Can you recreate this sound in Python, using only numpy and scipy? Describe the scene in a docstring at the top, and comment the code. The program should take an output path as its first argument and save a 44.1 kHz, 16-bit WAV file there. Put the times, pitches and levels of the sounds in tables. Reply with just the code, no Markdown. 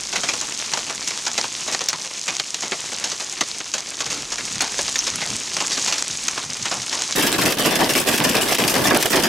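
"""Beside a parked vehicle on gravel and grass, then inside its cabin: hail and rain.
Outside, in mono: filtered noise is the far rain and wind, dense clicks are hail on the ground, and
shaped noise bursts are stones knocking on the bodywork; a few hard stones ring.
At CUT_S the scene cuts to the cabin, in stereo: stones drum on the roof and shatter on the windshield.
Single sharp ticks run through both."""
import sys
import numpy as np
from scipy import signal
from scipy.fft import rfft, irfft
from scipy.io import wavfile
from scipy.ndimage import uniform_filter1d

SR = 44100
rng = np.random.default_rng(int(sys.argv[2]) if len(sys.argv) > 2 else 0)


def materialize(psi):
    """Save the field psi as 16-bit PCM at rate SR to the path in sys.argv[1].

    A 1-D psi becomes a single channel; in a 2-D psi each row is a channel.
    """
    bounded = np.clip(np.atleast_2d(psi).T, -1, 1)
    quanta = np.round(bounded * 32767).astype(np.int16)
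    wavfile.write(sys.argv[1], SR, quanta)


N = 409248
TIME = np.arange(N) / SR  # s
CUT_S = 7.153


def amp(db):
    """Decibels to gain."""
    return 10 ** (np.asarray(db) / 20)


def unit(x):
    """Scales to rms 1."""
    return x / np.sqrt(np.mean(x ** 2) + 1e-20)


def read(points, hz):
    """A spectrum in dB, joined by straight lines on a log-frequency axis."""
    f, db = np.transpose(points)
    return np.interp(np.log(hz + 1), np.log(f), db)


def follow(curve):
    """A level curve as a gain for every sample."""
    return amp(np.interp(TIME, *np.transpose(curve)))


def bins(x):
    """The frequencies of the spectrum of x, in Hz."""
    return np.fft.rfftfreq(x.shape[-1], 1 / SR)


def tint(x, db):
    """Filters x by a gain in dB for each frequency."""
    return irfft(rfft(x) * amp(db), x.shape[-1])


def low_cut(x, hz):
    """Takes out the deep bass below hz."""
    sos = signal.butter(2, hz, "highpass", fs=SR, output="sos")
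    return signal.sosfilt(sos, x + 1e-12)


def add(mix, s, sound):
    """Mixes a sound in at time s."""
    part = mix[..., max(round(s * SR), 0):][..., :sound.shape[-1]]
    part += sound[..., :part.shape[-1]]


def flutter(depth_db, per_s):
    """A randomly wavering gain: normal dB values at per_s knots, joined by lines."""
    knots_s = np.arange(0, N / SR + 1, 1 / per_s)
    return amp(depth_db * np.interp(TIME, knots_s, rng.standard_normal(len(knots_s))))


def scatter_strikes(per_s, strength_db):
    """Impulses at random times; strength_db maps a uniform draw to a level."""
    where, size = rng.random((int(per_s * N / SR), 2)).T
    return np.bincount((where * N).astype(int), amp(strength_db(size)), N)


def tick(hz, ring_cycles=0.98, scatter=0.34, scatter_s=0.00085):
    """One ice contact: a ring that dies within a few cycles, smeared by a brief scatter of grit. Peak 1."""
    t = np.arange(512) / SR
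    contact = np.sin(2 * np.pi * hz * t) * np.exp(-t * hz / ring_cycles)
    grit = scatter * rng.standard_normal(len(t)) * np.exp(-t / scatter_s) * np.sqrt(hz / SR)
    grit[0] = 1  # the contact itself
    sound = signal.fftconvolve(contact, grit)[:len(t)]
    return sound / abs(sound).max()


def patter(per_s, spread_db, low_hz, high_hz, count=24):
    """Countless small stones, each kind with its own pitch; few are large. Flattened in spectrum, rms 1."""
    out = np.zeros(N)
    for hz in np.geomspace(low_hz, min(high_hz, SR / 3), count):
        clicks = scatter_strikes(per_s / count, lambda size: -spread_db * np.log(size + .06))
        out += signal.oaconvolve(clicks, unit(tick(hz)))[:N]
    f, power = signal.welch(out, SR, nperseg=256)
    return unit(tint(out, -10 * np.log10(np.interp(bins(out), f[1:], power[1:]))))


def rattle(size, per_s=130, fade_s=0.0061):
    """The uneven power of fragments that bounce and strike again; mean about 1."""
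    chance, force = rng.random((2, size))
    strikes = (chance < per_s / SR) * -np.log(force + 1e-3) * SR / per_s
    keep = np.exp(-1 / (fade_s * SR))
    return signal.lfilter([1 - keep], [1, -keep], strikes)


def blow(base_t60_s, levels_db, parts, colour_db, lumps_db, grain_db, rattle_share, size=8192):
    """A stone strikes a panel: crowded modes, as shaped noise; each band has its own rise and decay."""
    t = np.arange(size) / SR
    hz = bins(t)
    centres_hz, t60_factors, rises_s = np.transpose(parts)
    grit = amp(grain_db * np.repeat(rng.standard_normal(size // 32), 32).clip(-2, 2))
    # each spot favours other modes
    lumps = lumps_db * unit(uniform_filter1d(rng.standard_normal(len(hz)), size=48))
    modes = rfft(rng.standard_normal(size) * grit) * amp(colour_db(hz) + lumps)
    out = np.zeros(size)
    for pick, t60_factor, rise_s, db in zip(np.eye(len(parts)), t60_factors, rises_s, levels_db):
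        share = np.interp(np.log(hz + 1), np.log(centres_hz), pick)
        decay = np.exp(-np.log(1000) * t / (base_t60_s * t60_factor))
        envelope = (1 - np.exp(-t / rise_s)) * decay
        band = irfft(modes * np.sin(share * np.pi / 2) ** 2)
        band = band * np.sqrt(1 - rattle_share + rattle_share * rattle(size))
        out += amp(db) * unit(band * envelope) * np.sqrt(np.mean(envelope ** 2))
    return out


def part_levels(db, bright_db, balance):
    """A hard stone lifts the high parts of a blow and lowers the low ones; a slushy one does the reverse."""
    offset_db, share = np.transpose(balance)
    return db + offset_db + bright_db * share


# sheet-metal colour: [f/Hz, level/dB]
BODYWORK_COLOUR = [(40, -50), (130, -6), (300, -4.5), (1100, -1), (3000, 1.5), (6700, 9), (8200, -3.5),
                   (10000, -12), (12500, -20.5), (16000, -40)]


def bodywork_db(hz):
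    """The colour of the sheet metal heard outside."""
    return read(BODYWORK_COLOUR, hz)


# cabin slope: [f/Hz, level/dB]
CABIN_COLOUR = [(15, -46), (25, -28), (70, -19.5), (137, -0.5), (291, 7), (1150, 0), (1320, -4.5),
                (1680, -6), (2970, -9.5), (4100, -16), (5230, -13), (6660, -20.5), (8970, -22),
                (13400, -25.5), (15800, -35)]
# roof panel and glass resonances: [f/Hz, width/Hz, lift/dB]
PANEL_RESONANCES = [(151, 45, 2), (302, 120, 1), (388, 31, 0.5), (695, 110, 1), (1676, 510, 8),
                    (2700, 170, 2.5)]


def cabin_db(hz):
    """The colour of the cabin: a broad slope with the panel resonances on top."""
    lift_db = sum(db / (1 + (2 * (hz - f) / width) ** 2) for f, width, db in PANEL_RESONANCES)
    return read(CABIN_COLOUR, hz) + lift_db


# filter on the diffuse sound in the cabin: [f/Hz, gain/dB]
SIDE_GAIN = [(60, -14), (110, -15), (200, -10.5), (380, -8), (700, -7), (1290, -5.5), (2380, -5.5),
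             (4400, -3.5), (8120, -3.5), (15000, -10)]


def widen(mid, side):
    """Left and right from a direct sound and its diffuse twin."""
    side = tint(side, read(SIDE_GAIN, bins(side)))
    return np.array([mid + side, mid - side])


# wind: [t/s, level/dB]
GUST_LEVEL = [(0, -48), (1.8, -61), (2.1, -77), (3.98, -55), (4.1, -52), (5.3, -47), (5.7, -51),
              (7.12, -56)]
# wind colour: [f/Hz, level/dB]
WIND_COLOUR = [(20, -16), (45, 5), (90, -1), (150, -11), (260, 4.5), (450, -1.5), (1200, -33)]
# strongest buffets: [t/s, level/dB before buffet_db]
WIND_BUFFETS = [(4.111, -38), (4.21, -44), (4.439, -41), (4.56, -35), (5.16, -36), (5.329, -33.5),
                (6.129, -41), (6.49, -38), (6.624, -37.5), (6.803, -36)]


def wind(buffet_db=-2.0, buffet_hz=146, swell_s=0.026):
    """Lumpy low air as noise, with single band-limited buffets that swell and fade."""
    air = rng.standard_normal(N) * flutter(depth_db=2.2, per_s=18)
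    out = follow(GUST_LEVEL) * unit(tint(air, read(WIND_COLOUR, bins(air))))
    t = (np.arange(8192) - 4096) / SR
    swell = np.exp(-(t / swell_s) ** 2 / 2)
    octaves_off = np.log2((bins(t) + 1) / buffet_hz)
    for s, db in WIND_BUFFETS:
        eddy = tint(rng.standard_normal(len(t)), -9 * octaves_off ** 2) * swell
        add(out, s + t[0], amp(db + buffet_db) * unit(eddy) * np.sqrt(np.mean(swell ** 2)))
    return out


# how hard it pours: [t/s, level/dB]
POUR_LEVEL = [(0.0, -31), (0.38, -29), (0.93, -30.5), (1.59, -29), (2.0, -32.5), (3.27, -30.5), (3.63, -34),
              (4.36, -31.5), (4.86, -27), (5.19, -28), (5.83, -26), (6.41, -30), (7.12, -28)]
# gravel and grass colour: [f/Hz, level/dB]
GROUND_COLOUR = [(40, -23), (100, -7), (192, -2.5), (350, -3), (589, -6.5), (1000, -3), (1500, -5.5),
                 (2370, -1), (3250, 0), (4860, 2.5), (6500, 6), (8200, -2), (10200, -11), (15500, -39.5)]


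def downpour(wash_db=-2.0, near_db=-1.74):
    """Far rain is a smooth noise wash; nearer hail ticks on the gravel. Both follow the pour."""
    wash = rng.standard_normal(N) * flutter(depth_db=2.0, per_s=35)
    near = patter(per_s=1300, spread_db=9.0, low_hz=1190, high_hz=8660)
    ground_db = read(GROUND_COLOUR, bins(wash))
    wash = amp(wash_db) * unit(tint(wash, ground_db))
    near = amp(near_db) * unit(tint(near, ground_db))
    return follow(POUR_LEVEL) * (wash + near)


def roof_drumming(drum_db=-26.5, sleet_db=-31.5, per_s=70, ring_s=0.024, spread_db=3.5, count=8):
    """Small stones keep several roof patches drumming as decaying noise, and pepper the windshield."""
    t = np.arange(4096) / SR
    drum = np.zeros((2, N))  # direct, diffuse
    for _ in range(count):
        strikes = scatter_strikes(per_s / count, lambda size: -spread_db * np.log(size + np.exp(-2)))
        patch = rng.standard_normal((2, len(t))) * np.exp(-t / ring_s)
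        drum += signal.oaconvolve(strikes[None], patch, axes=1)[:, :N]
    sleet = np.array([patter(per_s=600, spread_db=6.5, low_hz=1500, high_hz=10300, count=10) for _ in drum])
    hz = bins(drum)
    # roof lining and glass: f/Hz, gain/dB
    lining = [(30, 16.5), (150, -5.5), (1500, -11), (5000, -5), (16000, 5.5)]
    glass = [(300, -22), (1200, -13), (3200, 9.0), (5500, 3), (9000, 4.5), (16000, -12)]
    drum = amp(drum_db) * unit(tint(drum, cabin_db(hz) + read(lining, hz)))
    sleet = amp(sleet_db) * unit(tint(sleet, read(glass, hz)))
    return widen(*(drum + sleet))


# thud, clack, crack of a knock: [f/Hz, factor on t60, rise/s]
KNOCK_BANDS = [(640, 1.345, 0.0025), (2000, 1.01, 0.00015), (6360, 0.67, 0.00039)]


def small_knocks(per_s=14, level_db=-5.0, spread_db=4.0, base_t60_s=0.073):
    """Lesser stones tap the vehicle between the large ones, harder when it pours."""
    out = np.zeros(N)
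    for when, *sizes in rng.random((int(per_s * CUT_S), 4)):
        levels_db = level_db + spread_db * (2 * np.array(sizes) - 1) + np.array([-3, 1, -2])
        tap = blow(base_t60_s, levels_db, KNOCK_BANDS, bodywork_db,
                   lumps_db=0.5, grain_db=0.5, rattle_share=0.38, size=4096)
        add(out, when * CUT_S, tap)
    return out * follow(POUR_LEVEL)


# thud, clang, crack, spray of a roof hit: [f/Hz, factor on t60, rise/s]
ROOF_BANDS = [(364, 1.11, 0.011), (1430, 0.9, 0.0068), (3650, 1.09, 0.0026), (9050, 0.91, 0.00051)]


def glass_cracks(per_s=26, level_db=-23.0, spread_db=12.0, base_t60_s=0.042):
    """Lesser stones rap on the windshield, each a short hard ring at its own place left to right."""
    out = np.zeros((2, N))
    span_s = N / SR - CUT_S
    for when, force, place in rng.random((int(per_s * span_s), 3)):
        levels_db = level_db + spread_db * (2 * force - 1) + np.array([-21, 0.0, 1.0, -1.5])
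        rap = blow(base_t60_s, levels_db, ROOF_BANDS, cabin_db,
                   lumps_db=0.5, grain_db=1.5, rattle_share=.2, size=4096)
        add(out, CUT_S + when * span_s, rap * np.array([[1.5 - place], [.5 + place]]))
    return out


def stray_ticks(per_s=7, peak_db=-14.0, centre_hz=4600, spread_octaves=1.0):
    """Lesser stones click nearby at random, harder when it pours."""
    out = np.zeros(N)
    for when, pitch in rng.random((int(per_s * N / SR), 2)):
        hz = centre_hz * 2 ** (spread_octaves * (2 * pitch - 1))
        add(out, when * N / SR, amp(peak_db) * tick(hz, ring_cycles=0.54, scatter=0.32))
    pour = follow(POUR_LEVEL)
    return out * pour / pour.mean()


# sharpest clicks of hard stones close by: [t/s, level/dB before filters and inside_db, f/Hz]
SHARP_TICKS = [(0.6004, -12, 3500), (.625, -9, 2900), (.737, -5, 5800), (1.009, -10, 6000),
               (1.747, -21, 3020), (0.7914, -5, 5900), (1.176, -2.5, 7140), (1.316, -7, 5600),
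               (1.4138, -5, 5500), (1.7927, -5, 5600), (1.9025, -5.5, 5400), (1.9309, -1, 6040),
               (2.545, -13, 5400), (2.0758, -10, 6000), (2.3675, -2.5, 6550), (2.398, -2, 4400),
               (3.515, -9, 4500), (3.6136, -11, 3500), (4.1294, -6, 6200), (4.358, -6, 6300),
               (4.409, -9, 3800), (4.9446, -10, 6500), (5.158, -4, 6000), (5.304, -4, 6300),
               (5.775, -7, 5200), (5.8627, -2, 5300), (6.0246, 8, 6900), (7.0214, 1, 7040),
               (7.11, -2, 7200), (7.3273, -4, 3800), (7.8444, -3, 4700), (7.9366, -8, 6500),
               (7.953, -2, 3000), (8.585, -15, 3000), (8.203, 0, 3060), (8.3688, -1, 4620),
               (8.639, -5, 2840), (8.9739, 6.5, 10000)]


def close_ticks(inside_db=4.0, lowest_hz=300, dull_hz=8300):
    """Single sharp ice contacts over the stray ones; outside their top is rolled off."""
    out = stray_ticks()
    for s, db, hz in SHARP_TICKS:
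        add(out, s, amp(db) * tick(hz, ring_cycles=1.0, scatter=0.34))
    out = low_cut(out, lowest_hz)
    dull = signal.sosfilt(signal.butter(4, dull_hz, fs=SR, output="sos"), out)
    return np.where(TIME < CUT_S, dull, amp(inside_db) * out)


# stones that ring off something hard close by: [t/s, level/dB, f/Hz, t60/s]
HARD_PINGS = [(1.888, -2.5, 5700, 0.016), (2.544, -28, 6160, .012), (3.408, -19, 3850, 0.013),
              (4.621, -18, 8900, 0.016), (4.99, -8, 6000, 0.046), (5.159, -20, 10100, .01)]


def pings(splinter_db=-11.0, splinter_s=0.0013, detune=0.098, count=6):
    """A splintering noise snap on the onset of a cluster of close modes that ring briefly."""
    out = np.zeros(N)
    t = np.arange(4096) / SR
    for s, db, hz, t60_s in HARD_PINGS:
        modes_hz = hz * (1 + detune * rng.standard_normal((count, 1)))
        cycles = modes_hz * t + rng.random((count, 1))
        ring = unit(np.sin(2 * np.pi * cycles).sum(0)) * np.exp(-np.log(1000) * t / t60_s)
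        snap = rng.standard_normal(len(t)) * np.exp(-t / splinter_s)
        add(out, s, amp(db) * (ring + amp(splinter_db) * snap))
    return out


# large stones on the bodywork: [t/s, strength/dB, brightness/dB, base t60/s, note f/Hz]
BODY_KNOCKS = [(.127, -25, 1, 0.18, 764), (.157, -22, 1, 0.12, 2270), (.233, -24.5, -2, 0.15, 1520),
               (0.287, -20.5, 1.5, 0.12, 2320), (.334, -25, 0, .11, 440), (.411, -28.5, 1.5, .15, 900),
               (.735, -20, 1.5, 0.087, 870), (0.772, -22, -0.5, 0.063, 664), (.896, -28, -3.5, 0.13, 1400),
               (1.075, -23.5, 8, 0.089, 290), (1.108, -27.5, -2, 0.059, 2000), (1.264, -23, 3, 0.15, 980),
               (1.378, -18, 1, 0.095, 870), (1.441, -24, -3, 0.062, 1000), (1.677, -25.5, -0.5, 0.18, 580),
               (1.723, -25.5, 5, 0.18, 450), (1.747, -14, -1, 0.023, 580), (1.807, -24, .5, 0.13, 440),
               (1.886, -18, 5, 0.081, 5700), (1.93, -24, -1, 0.085, 1320), (2.279, -23, -0.5, .14, 2360),
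               (2.3985, -19.5, 0, 0.039, 2600), (2.544, -22.5, 6.5, .06, 290),
               (2.623, -27.5, -0.5, 0.28, 334), (2.719, -24, -6.5, 0.09, 2450),
               (2.918, -30, 0.5, 0.14, 600), (3.04, -23, 5.5, 0.15, 760), (3.116, -26.5, 3, 0.11, 440),
               (3.198, -28.5, 0.5, 0.16, 1150), (3.409, -13, 0, 0.06, 333), (3.605, -27.5, -5, 0.035, 2010),
               (3.738, -21, 4.5, 0.13, 776), (3.781, -26.5, 6, 0.1, 870), (4.004, -23.5, 1.5, 0.13, 1000),
               (4.061, -26.5, 2, 0.12, 440), (4.102, -28.5, 2.5, 0.56, 290), (4.32, -27, 0, 0.12, 6090),
               (4.382, -28.5, 0, 0.14, 2310), (4.606, -19.5, 1, 0.22, 284), (4.789, -21, -2, .09, 496),
               (4.88, -23, 2, .065, 290), (4.957, -18.5, 4, 0.053, 1900), (4.99, -20, 2, 0.029, 6000),
               (5.068, -22.5, 3, 0.15, 290), (5.217, -29, -3, 0.23, 2010), (5.567, -25.5, -6, 0.057, 2650),
               (5.603, -21.5, 0, .13, 870), (5.718, -28, 4.5, 0.28, 4720), (5.774, -21.5, 0.5, .06, 290),
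               (5.874, -24.5, 4.5, .3, 780), (5.924, -22, 3, 0.12, 2650), (5.98, -26, 7.5, 0.14, 290),
               (6.282, -11, 7, 0.025, 1320), (6.377, -24, -2.5, 0.074, 1150),
               (6.654, -24, -0.5, 0.11, 2320), (6.713, -25, -2.5, 0.19, 770), (6.926, -25.5, 1, 0.21, 990),
               (6.989, -28, 3, .14, 765), (7.124, -22, 6, 0.037, 3700)]
# thud, clack, crack: [level/dB against strength, share of brightness]
KNOCK_MIX = [(-5, -1.18), (-1.07, -0.36), (3, 0.58)]


def bodywork(lowest_hz=110, note_db=-0.5, note_q=2.64):
    """Large stones knock on the vehicle; each spot of the sheet metal resonates at its own note."""
    out = np.zeros(N)
    for s, db, bright_db, base_t60_s, note_hz in BODY_KNOCKS:
        levels_db = part_levels(db, bright_db, KNOCK_MIX)
        knock = blow(base_t60_s, levels_db, KNOCK_BANDS, bodywork_db,
                     lumps_db=2.0, grain_db=2.8, rattle_share=0.048)
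        note = signal.lfilter(*signal.iirpeak(note_hz, note_q, fs=SR), knock)
        add(out, s, knock + amp(note_db) * note)
    return low_cut(out, lowest_hz)


# large stones on roof and glass: [t/s, strength/dB before level_db, brightness/dB]
LARGE_ROOF_HITS = [(7.158, -21.5, 3.5), (7.181, -18, -1.5), (7.223, -17.5, 0.5), (7.265, -20.5, 2),
                   (7.326, -20, 0.5), (7.381, -19, -2.5), (7.412, -19, -1), (7.454, -17.5, 0),
                   (7.498, -25.5, -1), (7.585, -18.5, -0.5), (7.647, -16, -2), (7.707, -18.5, -4),
                   (7.753, -23, 3), (7.788, -21, -10), (7.803, -16.5, -11), (7.843, -25.5, 1),
                   (7.892, -19, 1.5), (7.951, -17, 1), (7.975, -27, 3), (7.997, -29.5, 11),
                   (8.07, -18, -0.5), (8.111, -24.5, 1), (8.133, -19.5, 1.5), (8.201, -19, -10),
                   (8.239, -16.5, 0), (8.292, -22, 1), (8.32, -25.5, 0), (8.345, -18, -8),
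                   (8.366, -18.5, -2), (8.411, -20.5, 4), (8.483, -20.5, 0.5), (8.511, -20.5, 1),
                   (8.583, -17.5, -1.5), (8.637, -21.5, -2.5), (8.676, -25, 8.5), (8.694, -29.5, 11),
                   (8.733, -23.5, -16), (8.752, -19, -3.5), (8.839, -17, -2.5), (8.87, -18.5, 0),
                   (8.906, -13, -16), (8.96, -16.5, -4.5), (9.009, -27, 8.5), (9.043, -25, -11),
                   (9.101, -21.5, 4), (9.128, -16, -6), (9.156, -17, -1.5), (9.234, -16, -1)]
# thud, clang, crack, spray: [level/dB against strength, share of brightness]
ROOF_MIX = [(2.45, -0.34), (-0.76, -0.33), (-0.5, 0.28), (-2.5, 0.98)]


def roof_hits(level_db=-1.0, diffuse_db=-2.0, pan_db=-1.5, base_t60_s=0.19, contact_base_t60_s=0.032):
    """Large stones smack roof and glass, left or right; the panel rings on while fragments rattle."""
    out = np.zeros((2, N))
    for s, db, bright_db in LARGE_ROOF_HITS:
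        levels_db = part_levels(db, bright_db, ROOF_MIX)
        direct, diffuse = (blow(base_t60_s, levels_db, ROOF_BANDS, cabin_db,
                                lumps_db=4.0, grain_db=2.5, rattle_share=0.77) for _ in range(2))
        contact = blow(contact_base_t60_s, levels_db, ROOF_BANDS, cabin_db,
                       lumps_db=1.5, grain_db=3.0, rattle_share=0, size=4096)
        add(direct, 0, contact)
        pan = amp(pan_db * rng.uniform(-1, 1) * np.array([[1], [-1]]))
        add(out, s, pan * widen(direct, amp(diffuse_db) * diffuse))
    return amp(level_db) * out


def scene():
    """Outside until the cut, inside after it; close ticks in both."""
    outside = wind() + downpour() + small_knocks() + pings() + bodywork()
    inside = roof_drumming() + glass_cracks() + roof_hits()
    return np.where(TIME < CUT_S, outside, inside) + close_ticks()


def record(dry, threshold_db=-11.5, recovery_db_per_s=300, edge_hz=15900):
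    """A quick limiter holds the big blows down, tanh rounds the peaks, then the band limit."""
    power_db = 10 * np.log10(abs(uniform_filter1d((dry ** 2).mean(0), size=64)) + 1e-12)
    fall_db = TIME * recovery_db_per_s
    held_db = np.maximum.accumulate(power_db + fall_db) - fall_db  # instant rise, steady fall
    over_db = np.maximum(held_db - threshold_db, 0)
    limited = dry / amp(signal.lfilter(np.ones(32) / 32, 1, over_db))
    band_limit = signal.firwin(511, edge_hz, window=("kaiser", 9), fs=SR)
    return signal.oaconvolve(np.tanh(limited), band_limit[None], "same", axes=1)


dry = scene()
out = record(dry)
materialize(out)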